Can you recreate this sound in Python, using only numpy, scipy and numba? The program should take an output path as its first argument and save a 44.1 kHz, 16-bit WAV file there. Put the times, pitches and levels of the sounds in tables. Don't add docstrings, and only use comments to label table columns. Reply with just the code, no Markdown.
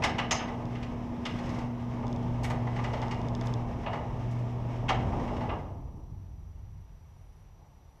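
import sys
import numpy as np
from scipy import signal
from scipy.fft import rfft, irfft
from scipy.io import wavfile
from scipy.ndimage import uniform_filter1d
from numba import njit

SR = 44100
rng = np.random.default_rng(int(sys.argv[2]) if len(sys.argv) > 2 else 0)


def rack_gain(trim_db):
    fader = np.asarray(trim_db, float)
    return 10 ** (fader / 20)


def dump(signal):
    limited = np.clip(np.atleast_2d(signal).T, -1, 1)
    pcm = np.round(limited * 32767).astype(np.int16)
    wavfile.write(sys.argv[1], SR, pcm)


N = 352796
TIME_S = np.arange(N) / SR
HUM_HZ = 120.0


def at_level(x, rms_db):
    return x * rack_gain(rms_db) / np.sqrt(np.mean(x ** 2))


def colour(x, points, lo_hz, hi_hz):
    f = np.maximum(np.fft.rfftfreq(N, 1 / SR), 1)
    hz, db = np.transpose(points)
    edge = 1 / np.sqrt((1 + (lo_hz / f) ** 12) * (1 + (f / hi_hz) ** 12))
    gain = rack_gain(np.interp(np.log(f), np.log(hz), db)) * edge
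    return irfft(rfft(x) * gain, N) / np.sqrt(np.mean(gain ** 2))


@njit
def svf(x, hz, width_hz):
    y, band, low = np.empty(len(x)), 0., 0.
    g, damping = np.tan(np.pi * hz / SR), width_hz / hz
    for i in range(len(x)):
        v = (band + g * (x[i] - low)) / (1 + g * (g + damping))
        band = 2 * v - band
        low += 2 * g * v
        y[i] = damping * v
    return y


def mode(x, hz, width_hz):
    return svf(x, float(hz), float(width_hz))


def noise():
    return rng.standard_normal(N)


def walk(rate_hz):
    hold = int(SR / rate_hz)
    steps = np.repeat(rng.standard_normal(N // hold + 1), hold)
    return 1.45 * uniform_filter1d(uniform_filter1d(steps, hold), hold)[:N]


def curves(table):
    s, *columns = np.transpose(table)
    return [np.interp(TIME_S, s, c) for c in columns]


def stretch(start_s, end_s, edge_s):
    return np.clip(np.minimum(TIME_S - start_s, end_s - TIME_S) / edge_s, 0, 1)


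def decay(t, t60_s):
    return np.exp(-np.log(1000) * t / t60_s)


def contacts(per_s, spread_db):
    size_db = spread_db * np.minimum(rng.exponential(size=N), 3)
    knocks = (rng.random(N) < per_s / SR) * rack_gain(size_db)
    return at_level(noise() * (1 + knocks), 0)


# start_s, hum_db, octave_db
HUM_PATH = [(0.0, -42, -42), (0.45, -51, -43), (0.62, -40, -42), (0.85, -43, -41), (1.15, -52, -40.5),
            (1.5, -43, -39.5), (1.75, -40, -39), (2.22, -36, -40.5), (2.66, -32, -41.5), (3.1, -38, -41),
            (3.58, -34, -41.5), (3.84, -44, -46), (4.05, -41, -47), (4.4, -32, -48), (4.88, -37, -48),
            (5.0, -35, -42), (5.2, -42, -44), (5.45, -43, -42)]


def motor():
    hum_db, octave_db = [c + 1.1 * walk(15) for c in curves(HUM_PATH)]
    phase = 2 * np.pi * HUM_HZ * TIME_S
    tone = rack_gain(hum_db + 0.5) * np.sin(phase)
    tone = tone + rack_gain(octave_db + 1.5) * np.sin(2 * phase)
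    tone = tone + rack_gain(-62) * np.sin(4 * phase)
    off_s, run_down_s = 5.58, 0.15
    return np.sqrt(2) * tone * np.clip((off_s - TIME_S) / run_down_s, 0, 1)


# start_s, strain_db
ROLLER_STRAIN = [(0.0, 7), (0.29, -0.5), (0.6, 0.5), (1.2, -1), (1.45, 3.5), (1.62, 1.5), (1.74, -4),
                 (2.0, 0.5), (2.3, 2), (2.52, 4), (2.72, 0), (2.96, 3.5), (3.27, 2), (3.65, 0),
                 (4.43, -2.5), (4.75, -1), (5.05, 7), (5.44, 3)]
# level_db, share_db_per_db of strain, drift_db_per_s, fall_db_per_s after the stop, rest_db
ROLLING_LAYERS = [
    (-44.5, 0.61, 1, 7.5, -64),
    (-43.5, 0.54, -0.13, 22, -72),
    (-43, 0.96, 0.2246, 41.5, -71.5),
    (-53.5, 0.5, -0.055, 65, -75),
]


def rolling_levels():
    strain, door_stops_s = curves(ROLLER_STRAIN)[0], 5.498
    after = np.maximum(TIME_S - door_stops_s, 0)
    levels = []
    for db, share, drift, fall, rest_db in ROLLING_LAYERS:
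        moving_db = db + share * strain + drift * (TIME_S - after) - fall * after
        levels.append(10 * np.log10(rack_gain(2 * moving_db) + rack_gain(2 * rest_db)))
    return levels


# pitch_hz, level_db per Hz
SWAY_SPECTRUM = [(20, -1), (40, 3.5), (65, 3), (100, 1), (160, -5), (230, -9.5), (320, -12.5), (450, -21)]


def sway_and_boom(sway_db, boom_db):
    sway = rack_gain(sway_db + 0.82 * walk(8.4)) * colour(noise(), SWAY_SPECTRUM, 22, 163)
    boom = rack_gain(boom_db + 3.5 + 0.31 * walk(8.6)) * colour(noise(), SWAY_SPECTRUM, 105, 433)
    return sway + boom


# pitch_hz, level_db per Hz
DOOR_SPECTRUM = [(150, -29.5), (260, 12.5), (273, 10), (334, -0.5), (515, -12.5), (640, -9.5), (971, -11),
                 (1420, -26), (1990, -26), (3390, -32.5), (4580, -44.5), (5150, -35.5), (9700, -57.5),
                 (12000, -58.5), (14000, -67)]


def through_case(x, lo_hz, hi_hz):
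    return colour(x, DOOR_SPECTRUM, lo_hz, hi_hz)


def grind(level_db):
    return rack_gain(level_db + 0.82 * walk(12)) * at_level(through_case(contacts(300, 4.6), 414, 1140), -2.32)


# start_s, end_s, lift_db
TRACK_SCRAPES = [
    (1.28, 1.635, 4),
    (2.722, 3.164, 3),
    (3.387, 3.53, 3.5),
    (4.94, 5.553, 1),
]


def rattle(level_db):
    drag_db = sum(lift_db * stretch(a, b, 0.034) for a, b, lift_db in TRACK_SCRAPES)
    chatter = at_level(through_case(contacts(800, 3.3), 1263, 15000), -3.0)
    return rack_gain(level_db + drag_db + 1.1 * walk(30)) * chatter


# pitch_hz, width_hz, level_db over the broad sound
PANEL_MODES = [(674, 120, -19), (739.4, 23, 2.5), (889, 8.2, -13), (993, 5.3, -7), (1203, 65, -3),
               (2000, 26, -21), (2220, 60, -7), (2360, 47, -7.5), (2766, 32, -10), (3420, 150, -16.5),
               (4500, 47, -2.5), (5120, 130, -5.5), (4720, 34, -10.5), (6600, 92, -9.5), (6470, 84, -7.5)]


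def panel(x, gains_db):
    out = 0
    for k, ((hz, width, db), gain_db) in enumerate(zip(PANEL_MODES, gains_db)):
        out = out + (-1) ** k * 2 * rack_gain(db + gain_db) * mode(x, hz, width)
    return out


# pitch_hz, level_db per Hz
TOWN_SPECTRUM = [(120, 4.5), (240, -11), (580, -14.5), (900, -10.5), (1500, -27), (3000, -30), (5000, -31),
                 (8000, -38), (12000, -41.5), (15000, -46.5)]


def town():
    return at_level(rack_gain(0.6 * walk(1.64)) * colour(noise(), TOWN_SPECTRUM, 155, 15000), -66)


# pitch_hz, width_hz, chirps_per_s, level_db
INSECT_SONGS = [(5600, 200, 31, -91), (11050, 350, 31, -93)]
# start_s, end_s, level_db
CHIRR_TIMES = [
    (7.15, 7.45, -88),
    (7.88, 7.96, -91),
]


def insects():
    out = np.zeros(N)
    for hz, width, rate, db in INSECT_SONGS:
        pulses = np.maximum(np.sin(2 * np.pi * rate * TIME_S), 0) ** 2 * rack_gain(1.5 * walk(6))
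        out += at_level(pulses * mode(mode(noise(), hz, width), hz, width), db)
    chirr = at_level(mode(mode(noise(), 9800, 900), 9800, 900), 0)
    return out + chirr * sum(rack_gain(db) * stretch(a, b, 0.017) for a, b, db in CHIRR_TIMES)


# pitch_hz, level_db
WHINE_LINES = [(5846, -81), (5873, -91), (11687, -105), (11719, -86.5), (11746, -101), (14626, -93.5)]


def camera_whine():
    out = np.zeros(N)
    for hz, db in WHINE_LINES:
        out += np.sqrt(2) * rack_gain(db + 0.4 * walk(60)) * np.sin(2 * np.pi * hz * TIME_S)
    return out


TOP_UNDER_BRIGHT_DB, KNOCK_HZ = -15.5, 2060

# start_s, ring_db, body_db, bright_db, pitch_hz
HINGE_SLAMS = [(0.0244, -24, -18.5, -46, 2290), (0.0399, -19, -21, -28.5, 2220),
               (0.1858, -20, -19, -40.5, 2870), (0.3122, -19, -15, -28, 2440),
               (0.394, -26.5, -22.5, -70, 2920), (.7542, -36.5, -49, -58, 2540),
               (.83, -37, -57, -51.5, 2550), (1.256, -25, -31, -41, 2970), (2.445, -32, -30, -55, 2100),
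               (2.504, -33.5, -22.5, -58, 2110), (3.864, -29.5, -20, -67, 2700),
               (4.8846, -26, -55, -55, 2680), (4.8922, -22.5, -11.5, -37.5, 2000),
               (5.493, -31, -21, -81, 2720), (5.5194, -50, -27, -81, 2850)]


def hinge_slams():
    return [(s, body, ring, bright, bright + TOP_UNDER_BRIGHT_DB, -7, hz)
            for s, ring, body, bright, hz in HINGE_SLAMS]


# start_s, strength_db, hardness_db
ROLLER_KNOCKS = [(.2454, -32, -16), (.4244, -35, 3), (.4828, -28.5, 0), (1.3894, -43, 20),
                 (1.4594, -53, 26), (1.494, -42.5, 20.5), (1.5494, -47, 20), (1.5894, -51.5, 27),
                 (2.027, -27, -14), (2.2294, -50, 17), (2.6696, -24.5, -10), (2.7616, -26, 1.5),
                 (2.7894, -25.5, -6), (2.8423, -23, 3.5), (2.935, -23.5, 3.5), (2.9724, -34, 0),
                 (3.0233, -24, 0), (3.113, -27.5, 10), (3.4116, -33, 0), (3.8333, -33, -1),
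                 (3.933, -22.5, -3.5), (3.9594, -34, -5), (5.199, -31, 1), (4.7594, -48, 9),
                 (5.124, -25.5, -15), (5.2789, -27, -3), (5.367, -32, 4), (5.4101, -25.5, -7),
                 (5.4344, -35, -7), (5.5894, -43.5, 3)]


def roller_knocks():
    blows = []
    for s, db, hard in ROLLER_KNOCKS:
        ring, bright = db - 12 + hard / 2, db - 28.5 + hard
        blows.append((s, db, ring, bright, bright + TOP_UNDER_BRIGHT_DB, 0, KNOCK_HZ))
    return blows


# start_s, level_db
SHEET_SNAPS = [(2.4354, -44.5), (2.4442, -50), (2.503, -51), (3.4594, -53.5), (4.3136, -58), (4.3894, -63)]


def snaps_and_creak():
    blows = [(s, db - 3.5, db - 3.5, db - 3, db, 0, KNOCK_HZ) for s, db in SHEET_SNAPS]
    return blows + [(7.6004, -48, -99, -99, -99, 0, KNOCK_HZ)]


# pitch_hz, width_hz, level_db
TRACK_MODES = [(860, 60, 3), (2000, 55, 9), (2860, 70, 7), (4330, 60, 7)]


def track(x, gains_db):
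    return sum(rack_gain(db + gain_db) * mode(x, hz, width) for (hz, width, db), gain_db in zip(TRACK_MODES, gains_db))


# rise_s, t60_s, trim_db
CLANK_SHAPES = [
    (0.013, 0.16, -9),
    (0.0081, 0.14, -7.5),
    (0.0022, 0.1, -1.5),
    (0.0029, 0.14, -8.5),
]
CLANK_BORDERS = 500, 1400, 4000, 8000, 15000


def clanks():
    out, t = np.zeros(N), np.arange(SR // 2) / SR
    grit = contacts(1500, 3)
    bands = []
    for lo_hz, hi_hz, (_, _, trim_db) in zip(CLANK_BORDERS, CLANK_BORDERS[1:], CLANK_SHAPES):
        bands.append(at_level(through_case(grit, lo_hz, hi_hz), trim_db))
    for s, *band_dbs, track_db, hz in hinge_slams() + roller_knocks() + snaps_and_creak():
        spot = rng.standard_normal(len(PANEL_MODES))
        i = int((s - 0.0036) * SR)
        tt = t[:N - i]
        here = slice(i, i + len(tt))
        burst = np.full(len(tt), 1e-18)
        for band, db, (rise_s, t60_s, _) in zip(bands, band_dbs, CLANK_SHAPES):
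            burst += rack_gain(db) * band[here] * (1 - np.exp(-tt / rise_s)) * decay(tt, t60_s)
        ring = rack_gain(10) * mode(burst * np.exp(-tt / 0.012), hz, 450)
        rail = rack_gain(track_db) * track(burst, 3 * np.clip(spot[::-1], -2, 0.5))
        out[here] += burst + ring + rail + panel(burst, 2 * np.clip(spot, -2, 1))
    return out


# pitch_hz, level_db, t60_s
BRACKET_MODES = [(4960, -5, .22), (5170, -3, .22), (5880, -5, .15), (6100, -3, .19), (6300, -2, .24),
                 (6590, -3, .18), (6770, -5, .15), (6950, -6, .14)]


def bracket():
    t = np.maximum(TIME_S - 0.309, 0)
    buzz, ring = noise(), np.zeros(N)
    for hz, db, t60_s in BRACKET_MODES:
        ring += at_level(mode(mode(buzz, hz, 150), hz, 300), db) * decay(t, t60_s)
    return rack_gain(-31) * ring * (1 - np.exp(-t / 0.0025))


# start_s, level_db
SPRING_SLIPS = [(0.6548, -44.5), (2.0687, -41), (2.0802, -42), (2.1283, -38.5), (2.162, -43), (3.018, -36),
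                (3.0825, -42), (3.1453, -44), (3.2161, -43), (3.2855, -38), (3.351, -32.5), (3.4122, -34.5),
                (3.4715, -34), (3.539, -31.5)]
# pitch_hz, width_hz, level_db
SPRING_MODES = [(3510, 300, 3.5), (5140, 960, -1), (6070, 710, -6), (10400, 3800, -33)]


def spring_ticks():
    slip = np.zeros(N)
    for s, db in SPRING_SLIPS:
        slip[int(s * SR)] = rack_gain(db + 23.0)
    return sum(rack_gain(db) * mode(mode(slip, hz, width), hz, 2 * width) for hz, width, db in SPRING_MODES)


@njit
def walls(x, lags, gain, damp):
    line, soft, out = np.zeros((8, 4096)), np.zeros(8), np.zeros(len(x))
    for i in range(len(x)):
        total = 0.
        for k in range(8):
            soft[k] += (1 - damp) * (gain[k] * line[k, (i - lags[k]) & 4095] - soft[k])
            total += soft[k]
        out[i] = soft[0] - soft[3] + soft[5] - soft[6]
        for k in range(8):
            line[k, i & 4095] = x[i] + soft[k] - total / 4
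    return out


def garage(x):
    lags = rng.integers(600, 2600, size=8)
    return rack_gain(-9.5) * walls(x + 1e-18, lags, rack_gain(-60 * lags / SR / 0.59), 0.55)


def scene():
    sway_db, boom_db, grind_db, rattle_db = rolling_levels()
    rolling = grind(grind_db) + rattle(rattle_db)
    rolling = rolling + panel(rolling, np.full(len(PANEL_MODES), -5))
    steel = rolling + clanks() + bracket()
    leaf = steel + garage(steel) + sway_and_boom(sway_db, boom_db)
    for hz in (HUM_HZ, 2 * HUM_HZ):
        leaf = leaf - 0.6 * mode(leaf, hz, 14)
    background = town() + insects() + camera_whine()
    return (leaf + motor() + spring_ticks() + background)[None]


def top_cut(x):
    return signal.sosfilt(signal.butter(12, 15100, fs=SR, output="sos"), x)


def record(dry):
    return top_cut(dry)


dry = scene()
out = record(dry)
dump(out)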